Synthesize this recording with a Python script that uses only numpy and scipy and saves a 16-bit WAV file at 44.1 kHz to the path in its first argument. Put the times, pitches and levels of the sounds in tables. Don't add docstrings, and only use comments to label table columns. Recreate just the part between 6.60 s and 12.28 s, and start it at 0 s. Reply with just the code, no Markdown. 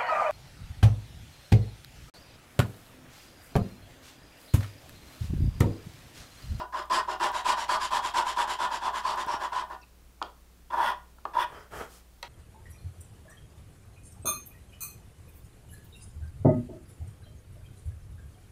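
import sys
import numpy as np
from scipy import signal
from scipy.fft import rfft, irfft
from scipy.io import wavfile

SR = 44100
rng = np.random.default_rng(int(sys.argv[2]) if len(sys.argv) > 2 else 0)


def unload_audio(sound):
    columns = np.transpose(np.atleast_2d(sound))
    steps = np.round(np.clip(columns, -1, 1) * 32767)
    wavfile.write(sys.argv[1], SR, steps.astype(np.int16))


N = 250488
TIME = np.arange(N) / SR

# start t/s, end t/s, effort above a middling stroke level/dB, steel resonance on the edge f/Hz
PUSH_STROKES = [(-0.1, 0.062, -10, 4900), (0.298, 0.428, 3, 4840), (0.598, 0.715, 1, 2950),
                (0.846, 0.964, 4, 2920), (1.081, 1.191, 2, 4500), (1.307, 1.418, 1.5, 3300),
                (1.537, 1.647, 2.5, 3010), (1.762, 1.869, 1, 3440), (1.986, 2.091, -1, 3560),
                (2.211, 2.325, -4, 3460), (2.434, 2.57, -2.5, 4540), (2.669, 2.795, -5, 5460),
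                (2.919, 3.053, -5.5, 3040)]
# start t/s, end t/s, effort above a middling stroke level/dB, steel resonance on the edge f/Hz
PULL_STROKES = [(0.123, 0.263, -5.5, 4920), (0.475, 0.578, -2.5, 5170), (0.726, 0.84, 2, 3860),
                (0.965, 1.074, 2.5, 5580), (1.196, 1.3, 5, 4850), (1.42, 1.53, 3.5, 3240),
                (1.649, 1.757, 3.5, 3200), (1.872, 1.977, 3.5, 3100), (2.103, 2.205, 1.5, 4830),
                (2.328, 2.433, 0.6, 3340), (2.564, 2.665, 0, 3630), (2.795, 2.898, -2.5, 3370),
                (3.094, 3.179, -15.5, 2740)]
# start t/s, end t/s, effort above a middling stroke level/dB, steel resonance on the edge f/Hz
FINISHING_STROKES = [(4.102, 4.348, -1.64, 3370), (4.735, 4.857, -0.6, 3450)]
# f/Hz, relative level/dB
PUSH_FIBRES = [(800, 8), (1500, -1), (2300, -1.5), (3200, 2), (4000, -3.5), (5200, -6.5), (6400, -12),
               (7550, -10), (8200, -17), (8850, -15), (9350, -19.5), (10900, -20.5), (12500, -35.4),
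               (15500, -48)]
# f/Hz, relative level/dB
PULL_FIBRES = [(800, -17.8), (1600, 4), (2400, -5), (3200, -1.5), (4400, -7.5), (5100, -9.5), (6300, -12),
               (7150, -3.5), (8200, -20.5), (8850, -10), (9350, -17.5), (11200, -20.5), (12500, -31),
               (15500, -41.5)]
# f/Hz, relative level/dB
FINISHING_FIBRES = [(1300, -12), (1780, 9.5), (2100, -6.5), (2800, -5), (3500, -11), (3950, -23),
                    (5200, -16), (6400, -21), (8400, -23), (9100, -10), (10000, -20), (14000, -25),
                    (15500, -36)]

PUSH_MANNER = dict(crest=.47, board_db=-25, rasp_db=-42, sizzle_db=-50.5, skate_db=5.5, tooth_hz=1548.5, relax_db=-1.5, bite=.6, scuff=0.31, contact_db=-12)
PULL_MANNER = dict(crest=.46, board_db=-34, rasp_db=-46.5, sizzle_db=-55, skate_db=-3, tooth_hz=2208, relax_db=10.5, bite=.35, scuff=0.31, contact_db=-17.5)
FINISHING_MANNER = dict(crest=.69, board_db=-25.5, rasp_db=-42.5, sizzle_db=-56.5, skate_db=2, tooth_hz=1683, relax_db=18, bite=.17, scuff=0.3, contact_db=-6)
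BOARD_DB_PER_DB, SIZZLE_DB_PER_DB = 0.6244, 1.43
TOOTH_RISE_PER_DB = 0.1

# f/Hz, width f/Hz, relative level/dB
BOARD_MODES = [(111, 300, -39.5), (220.5, 27, -26), (357.5, 58, -23.5), (422.6, 26.8, -23),
               (548, 46, -21.5), (619.4, 19, -12.5), (696, 7.2, -10.5), (755, 11.5, -11), (840, 17.7, -8.5),
               (865.4, 21, -10), (965.3, 64, 1), (1056, 132.6, -5), (1149, 56.5, -4.5),
               (1173.5, 48.6, -5.5), (1297, 76, -16.5), (1453.5, 22.8, -11.5), (1600, 62, -19.5),
               (1792, 27, -15), (1962, 124, -32.5)]
# f/Hz, width f/Hz, relative level/dB
FILE_MODES = [(2640, 53, -33), (2970, 52, 6.5), (4435, 56, -2), (4410, 57, -3.5), (5070, 45, -11.5),
              (6870, 70, -6.5), (7640, 110, -13), (9050, 230, -12.5)]
# f/Hz, width f/Hz, relative level/dB
LOOSE_TIP_MODES = [(353, 43, -0.5), (611, 43, -3), (1430, 40, -7.5), (2780, 36, -7), (5110, 40, -8.5)]
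# t/s, drive level/dB
TIP_LOOSENESS = [(.2, 11.5), (.4, 0), (.55, 14.5), (.8, -13.5), (3.2, -7), (4.15, -5), (4.85, -2)]
# f/Hz, width f/Hz, relative level/dB
BENCH_MODES = [(560, 60, -8.5), (750, 28, -9), (825, 25, -7.5), (950, 23, 2), (1260, 33, -9),
               (1400, 52, -12), (1930, 83, -9.5), (2147, 59, -9), (2610, 120, -13), (3270, 43, -10),
               (3970, 140, -25), (4400, 310, -16), (6030, 160, -17), (8060, 300, -23.5), (11460, 400, -24)]

# t/s, peak level/dB
SPLINTER_SNAPS = [(0.257, -46), (.718, -37), (2.55, -49), (2.559, -39), (2.664, -40)]
# t/s, peak level/dB
HAND_BUMPS = [(2.667, -34.5), (2.741, -29), (5.211, -28)]
# t/s, thud reference level/dB, crack peak level/dB
JOINT_KNOCKS = [(3.6155, -21.5, -41), (3.6256, -24.5, -25.5), (4.1016, -45, -62), (4.585, -45, -65),
                (4.653, -21, -37)]
# t/s, reference level/dB
BENCH_LANDINGS = [(5.6278, -22.5)]
# start t/s, end t/s, first f/Hz, last f/Hz, centre level/dB
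SQUEAK_GLIDES = [(3.213, 3.245, 2720, 2600, -57.5), (3.21, 3.24, 6200, 3400, -63),
                 (4.89, 4.938, 7400, 11000, -72), (4.935, 5.045, 5000, 5110, -70)]

# start t/s, end t/s, cloth level/dB, hiss level/dB, both at top speed
CLOTH_RUBS = [(4.865, 5.107, -48, -65.5), (5.094, 5.3, -39, -52.5), (5.262, 5.444, -60, -57)]
# f/Hz, relative level/dB
CLOTH_SPECTRUM = [(29, -27), (50, 5), (123, -1), (248, -7), (394, 1.5), (809, -0.5), (1070, -3.5),
                  (1210, 3), (2860, -18), (3220, -10.5), (3640, -31), (6000, -28), (7800, -55),
                  (13200, -120)]
RUB_CREST, RUB_SHARPNESS = 0.44, 1.58

# f/Hz, relative level/dB
AIR_SPECTRUM = [(25, 13.5), (45, 3.5), (90, -2.5), (200, -6), (350, -9), (550, -12), (1000, -15.5),
                (2700, -20.5), (15000, -24.5)]
# f/Hz, rms level/dB
MAINS_HUM = [(60, -57.5), (180, -73)]
AIR_DB, TOP_HZ = -63, 15600


def undb(db):
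    return 10 ** (np.asarray(db) / 20)


def rms(x):
    return np.sqrt(np.mean(x ** 2)) + 1e-12


def add(out, s, x):
    i = int(round(s * SR))
    x, i = x[max(-i, 0):], max(i, 0)
    out[i:i + len(x)] += x[:len(out) - i]


def band(x, lo_hz, hi_hz, order=3):
    edges = [lo_hz, min(hi_hz, SR / 2 - 1)]
    return signal.sosfilt(signal.butter(order, edges, "band", fs=SR, output="sos"), x)


def colour(x, points):
    hz, db = np.transpose(points)
    f = np.maximum(np.arange(len(x) + 1) * SR / (2 * len(x)), 1)
    ends = (1 + (f / hz.max() / 2) ** 8) * (1 + (hz.min() / f) ** 8)
    gain = undb(np.interp(np.log(f), np.log(hz), db)) / np.sqrt(ends)
    return irfft(rfft(x, 2 * len(x)) * gain)[:len(x)]


def ring(x, modes, damping=1):
    t = TIME[:SR // 6]
    response = np.zeros(len(t))
    for k, (hz, width, db) in enumerate(modes):
        decay = np.exp(-np.pi * width * damping * t)
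        response += (-1) ** k * undb(db) * width * decay * np.cos(2 * np.pi * hz * t)
    return signal.fftconvolve(x, response)[:len(x)]


def walk(size, rate):
    return np.interp(np.arange(size) * rate / SR, np.arange(size), rng.standard_normal(size))


def grains(per_s, spread_db):
    size = len(per_s)
    hits = rng.random(size) < per_s / SR
    signs = rng.choice([-1, 1], size)
    return hits * signs * undb(spread_db * np.minimum(rng.exponential(size=size), 4))


def shop():
    air = colour(rng.standard_normal(N), AIR_SPECTRUM)
    hum = np.zeros(N)
    for hz, db in MAINS_HUM:
        hum += undb(db) * np.sqrt(2) * np.sin(2 * np.pi * (hz * TIME + rng.random()))
    return air * undb(AIR_DB) / rms(band(air, 200, 23000)) + hum


def room(x, wet_db, low_t60, high_t60, treble_db):
    t = TIME[:SR // 2]
    low = band(rng.standard_normal(len(t)), 100, 3500, order=2) * undb(-60 * t / low_t60)
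    high = band(rng.standard_normal(len(t)), 890, 10000, order=1) * undb(treble_db - 60 * t / high_t60)
    onset = np.clip((t - .003) / .006, 0, 1)
    tail = (low + high) * onset / np.sqrt(np.sum(undb(-120 * t / low_t60)))
    return x + undb(wet_db) * signal.fftconvolve(x, tail)[:N]


def swing(progress, crest):
    warp = np.log(.5) / np.log(np.clip(crest, .2, .8))
    return np.maximum(np.sin(np.pi * np.clip(progress, 0, 1) ** warp), 0)


def teeth(speed, top_hz, jitter=.22, scatter_db=1.5):
    travel = np.cumsum(top_hz * speed * np.exp(jitter * walk(len(speed), 900))) / SR
    crossings = np.diff(np.floor(travel), prepend=0)
    return crossings * undb(scatter_db * rng.standard_normal(len(speed)))


def steel_echo(x, progress, near_s=0.00116, far_s=0.001678, strength=0.25):
    n = np.arange(len(x))
    lag = (near_s + (far_s - near_s) * (1 - np.cos(np.pi * progress)) / 2) * SR
    return x + strength * np.interp(n - lag, n, x, left=0)


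def stroke(length, effort_db, contact_hz, fibre_colour, crest, board_db, rasp_db, sizzle_db, skate_db,
           tooth_hz, relax_db, bite, scuff, contact_db):
    size = int(length * SR)
    progress = np.minimum(np.arange(size + SR // 10) / size, 1)
    speed = swing(progress, crest)
    fresh = (1 - progress) ** 3
    dig = bite * fresh
    pressure = undb(-relax_db * progress)

    judder_hz = 88 * np.exp(0.304 * walk(len(speed), 71.8))
    judder = np.cos(2 * np.pi * np.cumsum(judder_hz) / SR)
    grip = undb(4.5 * walk(len(speed), 165.7) + 1.6 * walk(len(speed), 44.4) + 3.4 * judder)
    catches = teeth(speed + dig, tooth_hz * np.exp(TOOTH_RISE_PER_DB * effort_db)) * grip
    tearing = grains(9000 * (speed + dig), 2.58) * grip ** 0.16
    catches, tearing = catches / rms(catches), tearing / rms(tearing)

    load = 1 + 0.016 * rng.standard_normal()
    loaded_modes = [(hz * load, width, db) for hz, width, db in BOARD_MODES]
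    board = ring((catches + 1.42 * tearing) * (speed ** .5 + dig) * pressure, loaded_modes)

    scrape = steel_echo((tearing + 0.32 * catches) * (speed ** 1.3 + scuff * fresh), progress)
    fibres = colour(scrape, fibre_colour)
    steel = ring(scrape, FILE_MODES)
    contact = ring(scrape, [(contact_hz, 130, 0)])
    hiss = fibres / rms(fibres) + undb(-8.5) * steel / rms(steel) + undb(contact_db) * contact / rms(contact)
    sizzle = colour(hiss * (speed + dig) ** 0.52, [(5400, -14.0), (6500, -4.3), (16000, 3.5)])
    rasp = colour(hiss, [(1200, 4.0), (5800, 4.5), (7200, -23)])
    rasp_core = band(rasp, 2200, 6300)

    board_level = undb(board_db + BOARD_DB_PER_DB * min(effort_db - skate_db, 0))
    rasp_level = undb(rasp_db + effort_db)
    sizzle_level = undb(sizzle_db + SIZZLE_DB_PER_DB * effort_db)
    return (board * board_level / rms(board[:size])
            + rasp * rasp_level / rms(rasp_core[:size])
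            + sizzle * sizzle_level / rms(sizzle[:size]))


def filing(strokes, fibre_colour, manner):
    out = np.zeros(N)
    for start, end, effort_db, contact_hz in strokes:
        add(out, start, stroke(end - start, effort_db, contact_hz, fibre_colour, **manner))
    return out


def loose_tip(strokes):
    drive = strokes * undb(np.interp(TIME, *np.transpose(TIP_LOOSENESS)))
    return 2 * np.pi / SR * sum(ring(drive, [mode]) for mode in LOOSE_TIP_MODES)


def crack(decay_s, lo_hz, hi_hz):
    t = TIME[:SR // 10]
    x = band(rng.standard_normal(len(t)) * np.exp(-t / decay_s), lo_hz, hi_hz, order=2)
    return x / np.abs(x).max()


def blow(modes, damping, top_hz):
    x = band(ring(signal.unit_impulse(SR // 5), modes, damping), 190, top_hz, order=2)
    return x / np.abs(x).max()


def contacts():
    out = np.zeros(N)
    for s, db in SPLINTER_SNAPS:
        add(out, s, undb(db) * crack(.0012, 5200, 17600))
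    for s, db in HAND_BUMPS:
        add(out, s, undb(db) * crack(0.0044, 52, 770))
    for s, thud_db, crack_db in JOINT_KNOCKS:
        add(out, s, undb(thud_db - 2.5) * blow(BOARD_MODES, damping=3.5, top_hz=1910))
        add(out, s, undb(thud_db - 4.5) * crack(0.003, 1075, 1380))
        add(out, s, undb(thud_db - 14) * crack(0.037, 290, 840))
        add(out, s, undb(crack_db) * crack(0.0015, 1870, 4500))
    for s, db in BENCH_LANDINGS:
        add(out, s, undb(db - 3) * blow(BENCH_MODES, damping=0.66, top_hz=13000))
        add(out, s, undb(db - 7.0) * crack(0.0019, 3920, 4560))
        add(out, s, undb(db - 16) * crack(0.039, 320, 3000))
    return out


def squeaks():
    out = np.zeros(N)
    for start, end, first_hz, last_hz, db in SQUEAK_GLIDES:
        size = int((end - start) * SR)
        hz = np.linspace(first_hz, last_hz, size) * (1 + 0.037 * walk(size, 1520))
        flutter = undb(db + 4.8 * walk(size, 320))
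        tone = np.sqrt(2) * np.sin(2 * np.pi * np.cumsum(hz) / SR)
        add(out, start, flutter * signal.windows.tukey(size, .5) * tone)
    return out


def arm():
    cloth = colour(grains(np.full(N, 4000.), 2.4) * undb(1.4 * walk(N, 70)), CLOTH_SPECTRUM)
    hiss = band(rng.standard_normal(N), 2500, 11500, order=1)
    cloth, hiss = cloth / rms(cloth), hiss / rms(hiss)
    out = np.zeros(N)
    for start, end, cloth_db, hiss_db in CLOTH_RUBS:
        swell = swing((TIME - start) / (end - start), RUB_CREST) ** RUB_SHARPNESS
        out += swell * (undb(cloth_db) * cloth + undb(hiss_db) * hiss)
    return out


def scene():
    pushes = filing(PUSH_STROKES, PUSH_FIBRES, PUSH_MANNER)
    pulls = filing(PULL_STROKES, PULL_FIBRES, PULL_MANNER)
    finishing = filing(FINISHING_STROKES, FINISHING_FIBRES, FINISHING_MANNER)
    strokes = pushes + pulls + finishing
    work = strokes + loose_tip(strokes) + squeaks() + contacts() + arm()
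    in_room = room(work, wet_db=-9.0, low_t60=0.32, high_t60=0.21, treble_db=2.0)
    return (in_room + shop())[None]


def record(dry):
    return signal.sosfilt(signal.ellip(10, .1, 80, TOP_HZ, fs=SR, output="sos"), dry)


dry = scene()
out = record(dry)
unload_audio(out)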